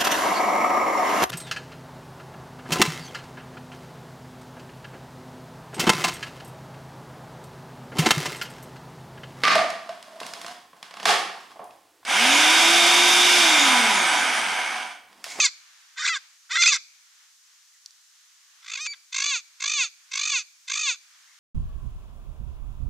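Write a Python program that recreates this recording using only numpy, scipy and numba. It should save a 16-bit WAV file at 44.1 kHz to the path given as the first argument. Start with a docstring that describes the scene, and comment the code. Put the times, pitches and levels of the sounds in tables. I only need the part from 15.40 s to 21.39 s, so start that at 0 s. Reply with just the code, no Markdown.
"""A parrot squawks eight times in two bouts, and its beak clicks twice between them.
Its syrinx sends pulses through throat and beak resonances. Some calls crack into a whistle; the last five
open with a fast rattle, and the last four of these end in a falling, nasal glide.
Nearby bark and the trees return the sound; a soft foliage hiss and faint notes of a distant bird lie behind."""
import sys
import numpy as np
from scipy import signal
from scipy.fft import rfft, irfft
from scipy.io import wavfile
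from scipy.ndimage import uniform_filter1d
from numba import njit

SR = 44100
rng = np.random.default_rng(int(sys.argv[2]) if len(sys.argv) > 2 else 0)


def inscribe(sig):
    """Save sig as 16-bit PCM at rate SR to the path in sys.argv[1].

    A 1-D sig is mono; a 2-D sig holds one channel per row.
    Samples are clipped to [-1, 1] before scaling.
    """
    pcm = np.round(np.clip(np.atleast_2d(sig).T, -1, 1) * 32767)
    wavfile.write(sys.argv[1], SR, pcm.astype(np.int16))


N = 264159
T = np.arange(N) / SR
TOP_HZ = 15500


def undb(db):
    """Decibels to gain."""
    return 10 ** (np.asarray(db) / 20)


def unit(x):
    """Scale to rms 1."""
    return x / np.sqrt(np.mean(x ** 2))


def smooth(x, seconds):
    """Triangular moving average: two box averages of the given length."""
    size = max(int(seconds * SR), 1)
    once = uniform_filter1d(x, size, mode="constant")
    return uniform_filter1d(once, size, mode="constant")


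def steady(x):
    """Hold a sound near rms 1 from moment to moment."""
    power = np.abs(smooth(x ** 2, .005))
    return x / np.sqrt(power + 1e-12)


def walk(rate_hz):
    """Random wandering, rms near 1.5: straight lines between rate_hz random points a second."""
    return 1.8 * np.interp(T * rate_hz, np.arange(N), rng.standard_normal(N))


def over_frequency(hz, values):
    """Join points on a log-frequency axis, for every bin of a spectrum of 2 N samples."""
    bin_hz = np.arange(N + 1) * SR / (2 * N)
    return np.interp(np.log(bin_hz + 1), np.log(hz), values)


def colour(x, gain):
    """Filter with a gain for each bin."""
    return irfft(rfft(x, 2 * N) * gain)[..., :N]


@njit
def resonate(x, hz, width_hz):
    """State-variable band-pass with a moving centre and unit peak gain."""
    y = np.empty(len(x))
    band_state, low_state = 0., 0.
    for i in range(len(x)):
        g = np.tan(np.pi * hz[i] / SR)
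        k = width_hz / hz[i]
        band = (band_state + g * (x[i] - low_state)) / (1 + g * (g + k))
        band_state = 2 * band - band_state
        low_state += 2 * g * band
        y[i] = k * band
    return y


def air(level_db=-56.5, side=0.73, sway_db=-1.17, rustle_hz=3700):
    """Distant foliage hisses as coloured noise; its lower part swells with the breeze, the treble stays even."""
    # Spectrum. Each row: frequency in Hz, relative density in dB.
    hiss_points = [(40, -44), (150, -49), (300, -43), (500, -29), (800, -13), (1150, -4), (1800, -0.5),
                   (2400, -3.5), (3200, -2), (4300, -1), (6500, 1.5), (8500, -7), (11000, -12),
                   (15500, -18.5)]
    # Breeze in the part below rustle_hz. Each row: time in seconds, relative level in dB.
    breeze_points = [(0, 1), (.45, 3), (.95, 1.5), (1.6, -2), (2.3, -1), (2.7, -2), (3.1, -0.5),
                     (4.1, -1.5), (5.1, -2), (5.95, -0.5)]
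    gain = undb(over_frequency(*np.transpose(hiss_points)))
    mid, wide = rng.standard_normal((2, N))
    hiss = colour(np.array([mid + side * wide, mid - side * wide]), gain)
    low = signal.sosfiltfilt(signal.butter(2, rustle_hz, fs=SR, output="sos"), hiss)
    breeze_db = np.interp(T, *np.transpose(breeze_points)) + sway_db * walk(7.1)
    return undb(level_db) * unit(low * undb(breeze_db) + hiss - low)


def far_bird(waver=.035):
    """A distant bird's notes: sines of wavering pitch under parabolic swells."""
    # Each row: middle in seconds, length in seconds, mean pitch in Hz, peak level in dB.
    far_notes = [(2.355, .08, 1900, -66), (5.91, .11, 2000, -62)]
    out = np.zeros(N)
    unsteady = 1 + waver * walk(210)
    for middle_s, length_s, hz, db in far_notes:
        swell = np.clip(1 - ((T - middle_s) / length_s * 2) ** 2, 0, 1)
        phase = 2 * np.pi * np.cumsum(hz * unsteady) / SR
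        out += undb(db) * swell * np.sin(phase)
    return out


def trees(x, near_db=-23, near_t60_s=0.26, far_db=-28):
    """Close branches scatter sound as decaying noise; the grove adds a faint, longer, banded tail."""
    # Grove bands. Each row: centre in Hz, width in Hz, relative level in dB, t60 in seconds.
    grove_bands = [(1394.8, 700, -11.5, 0.56), (2314, 180, 10.5, 0.86), (2800, 1200, -9, 0.69),
                   (4560, 1300, 16.5, 0.4), (6100, 4800, 6, 0.64), (8440, 2700, -8, 0.29)]
    t = T[:SR]
    near = rng.standard_normal((2, SR)) * undb(-60 * t / near_t60_s) * (t > .002)
    far = 0
    for hz, width_hz, db, t60_s in grove_bands:
        edges_hz = hz * np.exp(np.array([-.5, .5]) * width_hz / hz)
        band = signal.butter(2, edges_hz, "band", fs=SR, output="sos")
        noise = signal.sosfilt(band, rng.standard_normal((2, SR)))
        far = far + noise * undb(db - 60 * t / t60_s)
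    far = far * np.minimum(t / 0.02, 1)
    response = (undb(near_db) * unit(near) + undb(far_db) * unit(far)) / np.sqrt(SR)
    return signal.fftconvolve(x[None], response, axes=1)[:, :N]


def beak(lowest_hz=3700, scrape=0.54, scrape_t60_s=0.0064):
    """The horny mandibles snap with a tiny scrape and ring for milliseconds, too small to radiate bass."""
    # Each row: start in seconds, peak level in dB.
    clicks = [(2.4605, -23), (2.508, -36.5)]
    # Beak modes. Each row: frequency in Hz, relative level ahead of the band-pass in dB, t60 in seconds.
    beak_modes = [(3400, -24, 0.0079), (4600, 6, 0.013), (5130, 4.5, 0.0062), (5700, 9.5, 0.0072),
                  (6880, -0.5, .005), (8580, -12, 0.0083), (10500, -22, 0.0023)]
    out = np.zeros(N)
    t = T[:SR // 20]
    ring = sum(undb(db - 60 * t / t60_s) * np.sin(2 * np.pi * hz * t) for hz, db, t60_s in beak_modes)
    ring = ring + scrape * rng.standard_normal(len(t)) * undb(-60 * t / scrape_t60_s)
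    ring = signal.sosfilt(signal.butter(3, [lowest_hz, 11000], "band", fs=SR, output="sos"), ring)
    ring = ring / np.abs(ring).max()
    for start_s, db in clicks:
        out[int(start_s * SR):][:len(t)] += undb(db) * ring
    return out


def nasal_call(t, start, turn, end, first_hz, top_hz, level_db, swell_db):
    """Pitch climbs through the rattle, then glides down; returns pitch, roughness, level, treble share, gape."""
    # every nasal call falls, ever faster, to the same pitch
    last_hz, fall_bend = 351, 1.5
    fall = np.clip((t - turn) / (end - turn), 0, 1)
    hz = np.interp(t, [start, turn], [first_hz, top_hz]) - (top_hz - last_hz) * fall ** fall_bend

    # the voice swells and mellows as its fifth harmonic falls through the main throat resonance
    swell_hz, swell_width_hz, mellow_db = 2600, 190, -3
    in_tune = (t > turn) * np.exp(-((5 * hz - swell_hz) / swell_width_hz) ** 2)

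    attack_s, attack_db, crescendo_db_per_s = 0.047, 14.5, 19
    release_s, release_db = .065, 26
    attack = np.clip(1 - (t - start) / attack_s, 0, 1)
    release = np.clip(1 - (end - t) / release_s, 0, 1)
    db = level_db + crescendo_db_per_s * (t - turn) - attack_db * attack ** 2 - release_db * release ** 2
    db = db + swell_db * in_tune

    # roughness: rattle, clearer glide, rough again as it dies
    rough = np.interp(fall, [0, .3, .6, 1], [.28, .1, .1, .5])
    share_db = np.interp(t, [start, end - release_s], [-2, -1.21]) + mellow_db * in_tune
    gape = np.interp(t, [start, turn], [0.64, 0.9])
    return hz, rough, db, share_db, gape


def calls():
    """Pitch, roughness, level, treble share and gape through all eight calls; next to silent in between."""
    # Three screeches, one curve each. Each row: time in seconds, pitch in Hz, base roughness 0-1,
    # level in dB and treble share in dB ahead of the offsets in parrot(), beak gape 0-1.
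    screeches = [
        [(0, 647, 0.31, -9.5, -4.5, 0.86), (.02, 595.5, 0.3, -14.5, 2, 0.72),
         (.033, 590, 0.29, -14.5, -2.5, 0.92), (.06, 526, 0.24, -10, 0.5, 0.44),
         (.072, 474, .5, -22, -1.5, .45), (.092, 421, 0.5, -33, -1, 0.55)],
        [(.56, 414.6, 0.75, -52, -12, 0.05), (.58, 472.4, 0.42, -27, -7.5, 0.27),
         (.597, 611, .19, -26, -4.5, 0.1), (.63, 644, .45, -24.5, -5.5, 0.07), (.65, 701, 0.51, -21.5, -5, 0),
         (.686, 686.8, 0.68, -18, -4.5, 0.6), (.699, 670, 0.02, -19, -6, 0.05),
         (.72, 665.6, 0.13, -21, -11.5, 0.44), (.772, 531, 0.33, -23.5, -5.5, 0.07),
         (.794, 468, 0.7, -53, -13, 0.2)],
        [(1.093, 433, 0.54, -46.5, -11, 0.04), (1.115, 492.6, 0.38, -20, -6, 0.4),
         (1.132, 608.4, .16, -24, -3.5, 0.3), (1.182, 689.6, 0.2, -17.5, -10.5, 0.37),
         (1.215, 691, 0.16, -13.5, -1.5, 0.62), (1.257, 690, 0.14, -15.5, -3, 0.69),
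         (1.29, 655.5, 0.44, -9.5, -2.5, 1), (1.314, 588, .24, -19.5, -1.5, 0.9),
         (1.329, 560.6, 0.34, -12.5, -1.5, 0.4), (1.365, 448, 0.65, -21.5, -0.5, 0.43),
         (1.387, 399, 0.33, -44, -13, 0.73)],
    ]
    # The soft call that climbs to a whistle; columns as in the screeches.
    rising_call = [(3.225, 349, 0.41, -53.5, -4, 0.2), (3.285, 400, 0.32, -36.5, -3.5, 0.49),
                   (3.345, 455.2, 0.4, -28, -2.5, 0.99), (3.396, 575, 0.18, -32, -6, .5),
                   (3.413, 617.6, 0.07, -27, -1.5, 0.73), (3.447, 622, 0.17, -29.5, -1, 0.83),
                   (3.467, 678, .75, -23.5, -4, 0.81), (3.484, 680, 0.01, -34.5, -3.5, 0.77),
                   (3.522, 656, 0.18, -32.5, 2.5, 0.8), (3.55, 554.5, 0.52, -43.5, -18, 0.37)]
    # Each row: start, turn from rise to fall and end in seconds, first and top pitch in Hz,
    # level at the turn in dB (ahead of the offset in parrot()), swell in the fall in dB.
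    nasal_calls = [(3.72, 3.882, 4.009, 512, 586, -21, 0), (4.198, 4.33, 4.489, 530, 612, -22, 4.5),
                   (4.71, 4.872, 5.034, 520, 620, -22.6, 3.5), (5.273, 5.408, 5.562, 505, 630, -22.7, 4)]
    controls = np.tile([[400.], [.5], [-120.], [-5.], [.5]], N)
    for curve in screeches + [rising_call]:
        times, *columns = np.transpose(curve)
        on = (T >= times[0]) & (T < times[-1])
        controls[:, on] = [np.interp(T[on], times, column) for column in columns]
    for start, turn, end, *voice in nasal_calls:
        on = (T >= start) & (T < end)
        controls[:, on] = nasal_call(T[on], start, turn, end, *voice)
    return controls


def rattle(crest=0.38, sharp=1.423, bend=0.028, stumble=.25, fade_s=0.00865):
    """The airflow throbs ever slower; returns level swing in dB, pitch sag and roughness between throbs."""
    # Each row: first throb in seconds, end in seconds, throbs per second at first, depth at the end in dB.
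    rattles = [(3.23, 3.386, 57, 12.5), (3.73, 3.874, 54.7, 11), (4.207, 4.349, 55.1, 10),
               (4.72, 4.931, 53.3, 8), (5.284, 5.445, 55.2, 5)]
    slowing_per_s2, first_depth_db = 40, 16.5
    swing_db, sag, choke = np.zeros((3, N))
    for start, end, rate_hz, last_db in rattles:
        t = T - start
        turn = rate_hz * t - slowing_per_s2 * t ** 2 / 2
        active = np.clip(np.minimum(t + 2 * fade_s, end - T) / fade_s, 0, 1)
        closed = np.abs(np.sin(np.pi * turn)) ** (2 * sharp)
        depth_db = np.interp(T, [start, end], [first_depth_db, last_db])
        swing_db += active * depth_db * (crest - closed)
        sag -= active * bend * np.sin(2 * np.pi * turn)
        choke += active * stumble * closed
    return swing_db, sag, choke


def crack(hz, flip_s=.004, break_rough=.45, break_s=0.003):
    """Pitch flips to a louder whistle and back, breaking up at each flip; returns pitch, extra dB, roughness."""
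    # Each row: start in seconds, end in seconds, first pitch in Hz, last pitch in Hz, extra level in dB.
    cracks = [(.622, .632, 2030, 2112, 1), (0.65, 0.664, 1985, 2056, 4), (0.68, .689, 2316, 2249, 3),
              (1.158, 1.171, 1999, 1850, 5.5), (1.223, 1.237, 2653, 2235, 5), (1.262, 1.276, 2596, 2355, 5),
              (3.467, 3.538, 2296, 2325, 3)]
    push_db, broken = np.zeros((2, N))
    for start, end, first_hz, last_hz, extra_db in cracks:
        up = np.interp(T, [start - flip_s, start + flip_s, end - flip_s, end + flip_s], [0, 1, 1, 0])
        whistle_hz = np.interp(T, [start, end], [first_hz, last_hz])
        hz = hz * (whistle_hz / hz) ** (up * up * (3 - 2 * up))
        flips = sum(np.interp(T, [at - 2 * break_s, at, at + 2 * break_s], [0, 1, 0]) for at in (start, end))
        push_db += extra_db * np.maximum(up, flips)
        broken += break_rough * flips
    return hz, push_db, broken


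def syrinx(hz, rough, shimmer_db=4, limp=0.22, whistle_hz=1500, purity=0.29):
    """One pulse and puff of hiss a cycle; roughness shakes period and size and alternates strong and weak."""
    jitter, chaos, rasp, hiss = .036, .3, .9, .12
    # in the whistle register the membranes barely touch, so the overtones fall away
    softness = purity * np.clip(hz / whistle_hz - 1, 0, 1)
    hz = hz * np.exp(jitter * rough * walk(600) + chaos * rough ** 3 * walk(350))
    phase = 2 * np.pi * np.cumsum(hz) / SR
    pulses = 0
    for k in range(1, 36):
        below_top = np.clip(TOP_HZ / hz - k, 0, 1)
        pulses = pulses + np.cos(k * phase) * np.exp(-k * softness) * below_top
    size = undb(shimmer_db * rough * walk(500)) * (1 + limp * rough * np.cos(phase / 2))
    breath = unit(rng.standard_normal(N) * (1 + np.cos(phase)))
    return steady(pulses) * size + (hiss + rasp * rough ** 2) * breath


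def throat(source, gape, rough):
    """Steep resonances follow the gape; the tongue keeps each trembling, more so when the voice is rough."""
    # Throat and beak resonances, two passes each. Each row: centre in Hz with beak narrow, in Hz with beak
    # wide, width of one pass in Hz, mean level in dB narrow, in dB wide.
    resonances = [(1317, 1176, 444, 1.5, -0.5), (1520, 1666, 250, -2, -9.5), (1660, 2670, 640, -3, 7),
                  (3620, 3514, 645, 0, 5.5), (4070, 4120, 430, -4, 2.5), (4820, 4430, 257, -2, 2),
                  (5130, 6060, 980, -0.5, -8.5), (5620, 6513, 710, -4, 5.5), (6760, 6800, 1190, 0, -6)]
    # What leaves the small beak. Each row: frequency in Hz, gain in dB.
    radiation = [(200, -50), (450, -9.5), (700, -11), (900, -7), (1100, -6), (1500, 8.5), (7000, -3.5),
                 (8400, -1.5), (9300, -8.5), (10200, -6), (12000, 0.5), (15000, -43)]
    wander, flicker_db, leak_db = .018, 2.2, -30
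    voice = undb(leak_db) * source
    for narrow_hz, wide_hz, width_hz, narrow_db, wide_db in resonances:
        hz = narrow_hz + gape * (wide_hz - narrow_hz)
        hz = hz * (1 + wander * np.sqrt(rough) * walk(90))
        db = narrow_db + gape * (wide_db - narrow_db) + flicker_db * np.sqrt(rough) * walk(110)
        once = resonate(source, hz, float(width_hz))
        voice = voice + undb(db) * resonate(once, hz, float(width_hz))
    return colour(voice, undb(over_frequency(*np.transpose(radiation))))


def bark(x):
    """Bark right beside the bird adds delayed copies; delays drift as the bird shifts on its perch."""
    # Each row: delay in seconds in the first bout, in the second bout, gain in dB.
    reflections = [(.00081, .0008, -15), (.001953, .001985, -8)]
    # Start and end of the shift, in seconds.
    shift_s = (1.6, 3.1)
    out = x
    for *delays_s, db in reflections:
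        delay_s = np.interp(T, shift_s, delays_s)
        out = out + undb(db) * np.interp(T - delay_s, T, x, left=0)
    return out


def parrot(level_db=-5.0, treble_db=-0.7, split_hz=4100, lowest_hz=380):
    """The syrinx rings the throat; effort sets loudness and the share of treble."""
    hz, rough, db, share_db, gape = calls()
    swing_db, sag, choke = rattle()
    hz, push_db, broken = crack(hz * (1 + sag))
    rough = np.clip(rough + choke + broken, 0, 1)
    gape = np.clip(gape, 0, 1)
    voice = bark(throat(syrinx(hz, rough), gape, rough))
    body = signal.sosfiltfilt(signal.butter(6, split_hz, fs=SR, output="sos"), voice)
    # pressing harder shifts power from the body of the voice to its shrill edge
    share = np.clip(undb(share_db + treble_db) ** 2, 0, .85)
    voice = np.sqrt(1 - share) * steady(body) + np.sqrt(share) * steady(voice - body)
    voice = voice * smooth(undb(db + swing_db + push_db + level_db), .001)
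    return signal.sosfilt(signal.butter(4, lowest_hz, "high", fs=SR, output="sos"), voice)


def scene():
    """The bird sits nearly straight ahead; level and phase between the channels differ mostly in the treble."""
    # Each row: frequency in Hz, left minus right level in dB, phase lead of the left in radians.
    channel_offsets = [(1000, -.5, 0), (3000, 0, .1), (5500, -.7, 0), (6300, -3.5, 0), (6800, -3, .6),
                       (8000, 0, .4), (12000, 0, .1)]
    bird = parrot() + beak()
    hz, pan_db, lead = np.transpose(channel_offsets)
    half = undb(over_frequency(hz, pan_db) / 2) * np.exp(.5j * over_frequency(hz, lead))
    direct = colour(bird, np.array([half, 1 / half]))
    return direct + trees(bird) + air() + far_bird()


def record(dry):
    """A steep elliptic low-pass cuts the top."""
    return signal.sosfilt(signal.ellip(10, .1, 80, TOP_HZ, fs=SR, output="sos"), dry)


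dry = scene()
out = record(dry)
inscribe(out)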